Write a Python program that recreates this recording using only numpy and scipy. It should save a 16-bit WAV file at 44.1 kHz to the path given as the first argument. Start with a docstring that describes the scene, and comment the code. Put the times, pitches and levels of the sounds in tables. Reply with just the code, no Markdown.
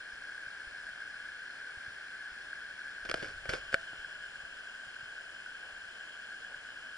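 """A shallow stream over stones in a forest, on two microphones inside the waterproof housing of a small camera.
Throughout, a far riffle's wash and near bubbles ring the housing's modes and seep through its walls; the babble
swells briefly here and there, and the hand rumbles softly. About 3 s in, the hand grips: fingers scrape and blows
ring the shell. The knocks reseat the case, so the water then rings slightly different modes, louder until it settles.
In the last third a wader's strides add brief low gurgles."""
import sys
import numpy as np
from scipy.fft import rfft, irfft, next_fast_len
from scipy.io import wavfile

SR = 44100
rng = np.random.default_rng(int(sys.argv[2]) if len(sys.argv) > 2 else 0)


def bounce(signal):
    """Save signal as a 16-bit WAV file at the path given by the first command-line argument."""
    frames = np.transpose(np.atleast_2d(signal))
    limited = np.clip(frames, -1, 1)
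    pcm = np.round(limited * 32767).astype(np.int16)
    wavfile.write(sys.argv[1], SR, pcm)


N = 307377
T = np.arange(N) / SR  # seconds
SIZE = next_fast_len(N + SR // 2)  # transform length, with room for ringing
HZ = np.maximum(np.arange(SIZE // 2 + 1) * SR / SIZE, 1e-3)  # never 0, for the logarithms

# Housing modes rung by the water; levels relative, before and after the knocks:
# pitch_hz, width_hz, before_db, after_db, left_minus_right_db, phase_between_microphones_rad
HOUSING_MODES = [(151, 320, -28, -28.5, 0.5, 0), (434, 127, -31, -29.5, -4, -1.6),
                 (652, 193, -26, -23.5, 0, -0.9), (1170, 134, -24.5, -23, 3.5, -0.1),
                 (1589.3, 211, -0.6, -2.5, 2, 0.36), (2200, 310, -21.5, -26.5, 3, 0.3),
                 (2620, 510, -18, -17.5, -0.1, 3.0), (2927, 260, -27.5, -18, 5, 3),
                 (3177, 360, -20.5, -18, -1, 1.59), (3560, 520, -25.5, -27, 1.5, 2.27),
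                 (4300, 350, -23.5, -25.5, 1.5, 1.8), (5170, 740, -27, -28, 1, -0.5),
                 (7350, 650, -38.5, -33.5, 4.5, 1), (9960, 2100, -40.5, -41.5, 0, -6)]
# Colour of the sound through the walls, unrelated at the two microphones: pitch_hz, relative_level_db (per Hz)
WALL_SEEP = [(40, -16), (150, -9), (270, -1.5), (450, -1.5), (750, .5), (1050, -0.5), (2000, -3),
             (2700, -6.5), (3800, -9.5), (4500, -7), (5300, -8.5), (6300, -10.5), (8500, -12.5),
             (11000, -20)]
# Brief swells of the babble near the main housing resonance: start_s, peak_db (before panning)
SWELL_EVENTS = [(1.475, -39), (2.53, -35), (4.045, -35), (5.461, -39), (6.543, -37.5)]
# Blows on the housing, levels before the shell's antiresonance:
# start_s, click_db, scrape_db, scrape_decay_s, thud_db, hardness_db_per_octave
BLOWS = [(3.050, -52, -39, 0.0067, -68, .3), (3.09, -53, -36, 0.0048, -62, 0),
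         (3.096, -49, -32, 0.0038, -53, .3), (3.1126, -44, -26.5, 0.0023, -58, 0.3),
         (3.1414, -18, -25.5, 0.0028, -35, -0.5), (3.226, -32, -35.5, 0.009, -40.5, -.5),
         (3.245, -30, -46.5, 0.017, -65, -1), (3.455, -31, -44, 0.0079, -62, -1.5),
         (3.4921, -23, -33.5, .012, -37, 0.9), (3.535, -21, -29, 0.0067, -37.5, -.7),
         (3.728, -24.5, -42.5, 0.018, -66, 0), (3.7426, -8.5, -33, 0.0026, -44, .6),
         (3.8112, -64, -54, .006, -76, 4.5), (3.931, -55, -54.5, .004, -51, -4.5)]
# Modes of the shell under the hand, levels relative, t60 undamped:
# pitch_hz, t60_s, struck_db, rubbed_db, left_minus_right_db, phase_between_microphones_rad
SHELL_MODES = [(111, 0.01, -40, -5.5, 0, 0), (244, 0.019, -24, -5.5, 3, 0.6), (434, 0.029, -30, 2.5, 0, -2),
               (562, 0.031, -11.5, 3, 1.5, 0.13), (664, 0.23, -27, -29, -7, -2),
               (1250, 0.018, -49, -3.5, -6, 1.4), (1517, 0.023, -2, 4.5, -5, -0.5),
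               (1690, 0.01, -8.5, -13, 21, -2), (2290, 0.017, -10.5, -0.5, 0, 1.5),
               (3024, 0.01, -11.5, -5.5, 4.5, 1.34), (3480, 0.03, -29.5, -10, 7, -1),
               (4400, 0.0087, -18.5, -10.5, -3, 0.8), (5060, 0.0068, -36, -7.5, 2, 0.73),
               (6600, 0.0093, -28, -15.5, -1, 4.5), (7720, 0.0088, -20.5, -24, 5, -7.5),
               (9180, 0.003, -16.5, -20.5, -2, 2)]
# Fingers sliding on the housing; the last row is a faint hiss leading into the loudest late knock:
# start_s, length_s, level_db, hardness_db_per_octave
SLIDES_AND_HISS = [(3.043, 0.096, -56.5, 0), (3.148, 0.14, -48.5, 0.6), (3.482, 0.086, -42.5, 0.6),
                   (3.714, 0.031, -50, 2)]
# A wader's legs sloshing in the stream: centre_s, level_db, length_s (standard deviation)
STRIDES = [(4.44, -73, 0.032), (5.677, -61, 0.039), (6.514, -58.5, 0.028)]
# Soft bumps of the hand: start_s, peak_db, pitch_hz
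HAND_BUMPS = [(.131, -59, 54.7), (.47, -55, 110), (0.671, -53, 48), (.839, -60, 60), (1.773, -50.5, 80),
              (1.88, -50.5, 105), (2.316, -55, 49.5), (3.49, -42, 85.4), (3.526, -45, 48), (3.99, -54, 60),
              (4.435, -54, 60), (4.87, -56, 110), (5.03, -52.5, 116), (5.73, -60, 44)]
# Colour of the hand's tremor: pitch_hz, relative_level_db (per Hz)
TREMOR_COLOUR = [(10, 1), (25, 8), (65, 2.5), (110, -5), (200, -16), (400, -25), (1000, -58)]

# The knocks reseat the case, gradually
RESEAT_START_S, RESEAT_LENGTH_S = 3.1, 0.5
# Jarred by the later knocks, the case rings a little louder until it settles
SETTLE_START_S, SETTLE_HOLD_S, SETTLE_ATTACK_S, SETTLE_RELEASE_S, SETTLE_DB = 3.48, 0.49, 0.12, 0.15, 1.6
# The longer a slide, the longer it takes to stop
SLIDE_ATTACK_S, SLIDE_RELEASE_SHARE = 0.0099, 0.21
# The hand takes hold once and slowly relaxes
GRIP_START_S, GRIP_HOLD_S, GRIP_ATTACK_S, GRIP_RELEASE_S = 2.99, 0.55, 0.035, 0.34
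# Tremor at rest, what the grip adds to it, and how far both wander
TREMOR_DB, GRIP_DB, TREMOR_WANDER_DB = -74.5, -64.5, 1.5
TOP_HZ = 11050  # upper limit of the camera


def stream(ring_db=-26.0, seep_db=-49):
    """The water flows steadily, rings the housing and seeps through its walls."""
    near, *around = (water(bubble_db=-8, spread_db=1.8, flicker_db=.45, count=12000) for _ in range(3))
    jarred = gesture(SETTLE_START_S, SETTLE_HOLD_S, SETTLE_ATTACK_S, SETTLE_RELEASE_S)
    ringing = undb(ring_db + SETTLE_DB * jarred) * housing(near)
    seeping = undb(seep_db) * filtered(np.array(around), colour(WALL_SEEP))
    return ringing + seeping


def water(bubble_db, spread_db, flicker_db, cycles=14, count=7000):
    """An even wash from the far riffle plus nearby bubbles of every size, surging as the water tumbles."""
    wash = rng.standard_normal(N)
    bubbles = np.zeros(N)
    for when, pitch, size, length in rng.random((count, 4)):
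        hz = 350 * 30 ** pitch  # 350 to 10500 Hz, even over the octaves
        size_db = -spread_db * np.log(max(size, .01))  # a few are much stronger
        add(bubbles, when * N / SR, undb(size_db) * hz * bubble(hz, cycles * (.5 + length)))
    surge_db = flicker_db * walk(35) + 0.38 * flicker_db * walk(7)
    return unit((wash + undb(bubble_db) * unit(bubbles)) * undb(surge_db))


def bubble(hz, cycles, rise=0.11):
    """A trapped air pocket rings and climbs in pitch as it nears the surface."""
    age = np.linspace(0, 1, int(cycles * SR / hz) + 2)  # share of its life
    turns = hz * T[:len(age)] * (1 + rise * age / 2)
    return np.sin(2 * np.pi * turns) * np.exp(-np.log(100) * age)


def housing(near, sag=0.01):
    """Each mode picks up its own part of the water; the knocks reseat the case, so modes sag and change strength."""
    before = after = 0
    for hz, width, before_db, after_db, pan_db, phase in HOUSING_MODES:
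        drive = rfft(np.roll(near, rng.integers(N)), SIZE)
        before = before + resonance(hz, width, pan_db, phase) * (undb(before_db) * drive)
        after = after + resonance(hz * (1 - sag), width, pan_db, phase) * (undb(after_db) * drive)
    reseated = np.clip((T - RESEAT_START_S) / RESEAT_LENGTH_S, 0, 1)
    return (1 - reseated) * irfft(before, SIZE)[:, :N] + reseated * irfft(after, SIZE)[:, :N]


def babble_swells(hz=1560, swell_s=0.0023):
    """The babble swells briefly near the main housing resonance: tones that rise and fade within a few cycles."""
    out, age = np.zeros(N), T[:SR // 20]
    for (s, db), detune in zip(SWELL_EVENTS, rng.standard_normal(len(SWELL_EVENTS))):
        shape = age / swell_s * np.exp(1 - age / swell_s)
        add(out, s, undb(db) * shape * np.sin(2 * np.pi * hz * (1 + 0.029 * detune) * age))
    return pair(1.8, 0).real * out


def knocks(dead_hz=930, dead_width=420):
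    """Each blow clicks the shell, jolts the camera and skids a little."""
    blows, friction = np.zeros((2, N)), np.zeros(N)
    for s, click_db, scrape_db, decay_s, thud_db, hardness in BLOWS:
        add(blows, s, undb(click_db) * click(hardness))
        add(blows, s, undb(thud_db) * thud(hz=166, decay_s=0.0025))
        add(friction, s, undb(scrape_db) * np.exp(-T[:SR // 4] / decay_s))
    # between its low and high modes the shell has an antiresonance, where a blow hardly gets through
    detune = (HZ / dead_hz - dead_hz / HZ) * dead_hz / dead_width
    antiresonance = 1j * detune / (1 + 1j * detune)
    return filtered(blows, antiresonance) + scrape(friction, held(BLOWS), grit_db=5)


def click(tilt_db):
    """One strike of the shell, peak 1; a harder contact favours the high modes."""
    age = T[:SR // 8]
    ring = 0
    for hz, t60, db, _, pan_db, phase in SHELL_MODES:
        gain = undb(db + tilt_db * np.log2(hz)) * pair(pan_db, phase)
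        decaying_tone = np.exp((2j * np.pi * hz - np.log(1000) / t60) * age)
        ring = ring + (gain * decaying_tone).imag
    ring *= 1 - np.exp(-age / 0.00041)  # the contact takes a moment to build
    return ring / np.abs(ring).max()


def thud(hz, decay_s):
    """The whole camera jolts in a quickly damped swing, peak 1."""
    age = T[:SR // 8]
    swing = np.sin(2 * np.pi * hz * age) * np.exp(-age / decay_s)
    return swing / swing.max()


def slides_and_hiss():
    """Fingers slide grittily over the shell, and a faint hiss leads into the loudest late knock."""
    friction = 0
    for s, length_s, db, _ in SLIDES_AND_HISS:
        friction = friction + undb(db) * gesture(s, length_s, SLIDE_ATTACK_S, SLIDE_RELEASE_SHARE * length_s)
    return scrape(friction, held(SLIDES_AND_HISS), grit_db=5)


def scrape(friction, tilt_db, grit_db, damping=2.78):
    """Stick and slip make tiny uneven catches in the shell, whose modes the fingers damp and widen."""
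    grit = np.repeat(rng.uniform(-1, 1, N // 48 + 1), 48)[:N]  # a new catch about every millisecond
    catches = friction * unit(undb(grit_db * grit))
    # tilt_db is per octave: a hard contact favours the high modes, a soft one the low
    out, power = 0, 0
    for hz, t60, _, db, pan_db, phase in SHELL_MODES:
        width = damping * np.log(1000) / (np.pi * t60)
        drive = undb(db + tilt_db * np.log2(hz / 1500)) * catches * rng.standard_normal(N)
        out = out + resonance(hz, width, pan_db, phase) * rfft(drive, SIZE)
        power += undb(db) ** 2 * width / (SR / 2)
    return irfft(out, SIZE)[:, :N] / np.sqrt(power)


def sloshes(hz=650, width=420):
    """Each stride stirs up a brief low gurgle of big bubbles."""
    stir = sum(undb(db) * np.exp(-.5 * ((T - s) / length_s) ** 2) for s, db, length_s in STRIDES)
    gurgle = water(bubble_db=6, spread_db=3, flicker_db=1)
    return stir * unit(filtered(gurgle, resonance(hz, width, 0, 0)))


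def rumble(cycles=0.55):
    """The hand's tremor grows with its grip; tremor and soft bumps reach both microphones alike."""
    grip = gesture(GRIP_START_S, GRIP_HOLD_S, GRIP_ATTACK_S, GRIP_RELEASE_S)
    tremor = (undb(TREMOR_DB) + undb(GRIP_DB) * grip) * undb(TREMOR_WANDER_DB * walk(7))
    out = tremor * unit(filtered(rng.standard_normal(N), colour(TREMOR_COLOUR)))
    for s, db, hz in HAND_BUMPS:
        add(out, s, undb(db) * thud(hz, cycles / hz))
    return out


def resonance(hz, width, pan_db, phase):
    """Left and right response of one mode; some modes push the microphones in opposite directions."""
    detune = (HZ / hz - hz / HZ) * hz / width
    return pair(pan_db, phase) / (1 - detune ** 2 + 1j * np.sqrt(2) * detune)


def pair(pan_db, phase):
    """Complex gains with which one resonance reaches the left and right microphone."""
    sides = np.array([[.5], [-.5]])
    return undb(sides * pan_db) * np.exp(1j * sides * phase)


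def gesture(start_s, hold_s, attack_s, release_s):
    """Envelope that rises, holds until hold_s after its start and dies away."""
    age = T - start_s
    return np.clip(age / attack_s, 0, 1) * np.exp(-np.maximum(age - hold_s, 0) / release_s)


def held(rows):
    """The last column of an event table, held from each event until the next."""
    table = np.array(rows)
    latest = np.maximum(np.searchsorted(table[:, 0], T) - 1, 0)
    return table[latest, -1]


def walk(rate):
    """Slow chance with a spread near 1, taking a new random value rate times a second."""
    knots = rng.standard_normal(1024)
    return 1.2 * np.interp(T * rate, np.arange(len(knots)), knots)


def colour(points):
    """Gain over frequency from (Hz, dB) points."""
    hz, db = np.transpose(points)
    return undb(np.interp(np.log(HZ), np.log(hz), db))


def filtered(x, response):
    """Pass x through a frequency response."""
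    return irfft(rfft(x, SIZE) * response, SIZE)[..., :N]


def add(track, s, sound):
    """Mix a short sound into a track at time s."""
    start = int(s * SR)
    part = track[..., start:start + sound.shape[-1]]
    part += sound[..., :part.shape[-1]]


def undb(db):
    """Decibels to gain."""
    return 10 ** (np.asarray(db) / 20)


def unit(x):
    """Scale to rms 1."""
    return x / np.sqrt(np.mean(x ** 2))


def scene():
    """Water all round, and the hand on the camera."""
    return stream() + babble_swells() + sloshes() + knocks() + slides_and_hiss() + rumble()


def record(dry):
    """The camera cuts off the top octave."""
    return filtered(dry, 1 / np.sqrt(1 + np.minimum(HZ / TOP_HZ, 2) ** 300))  # the limit of 2 avoids overflow


dry = scene()
out = record(dry)
bounce(out)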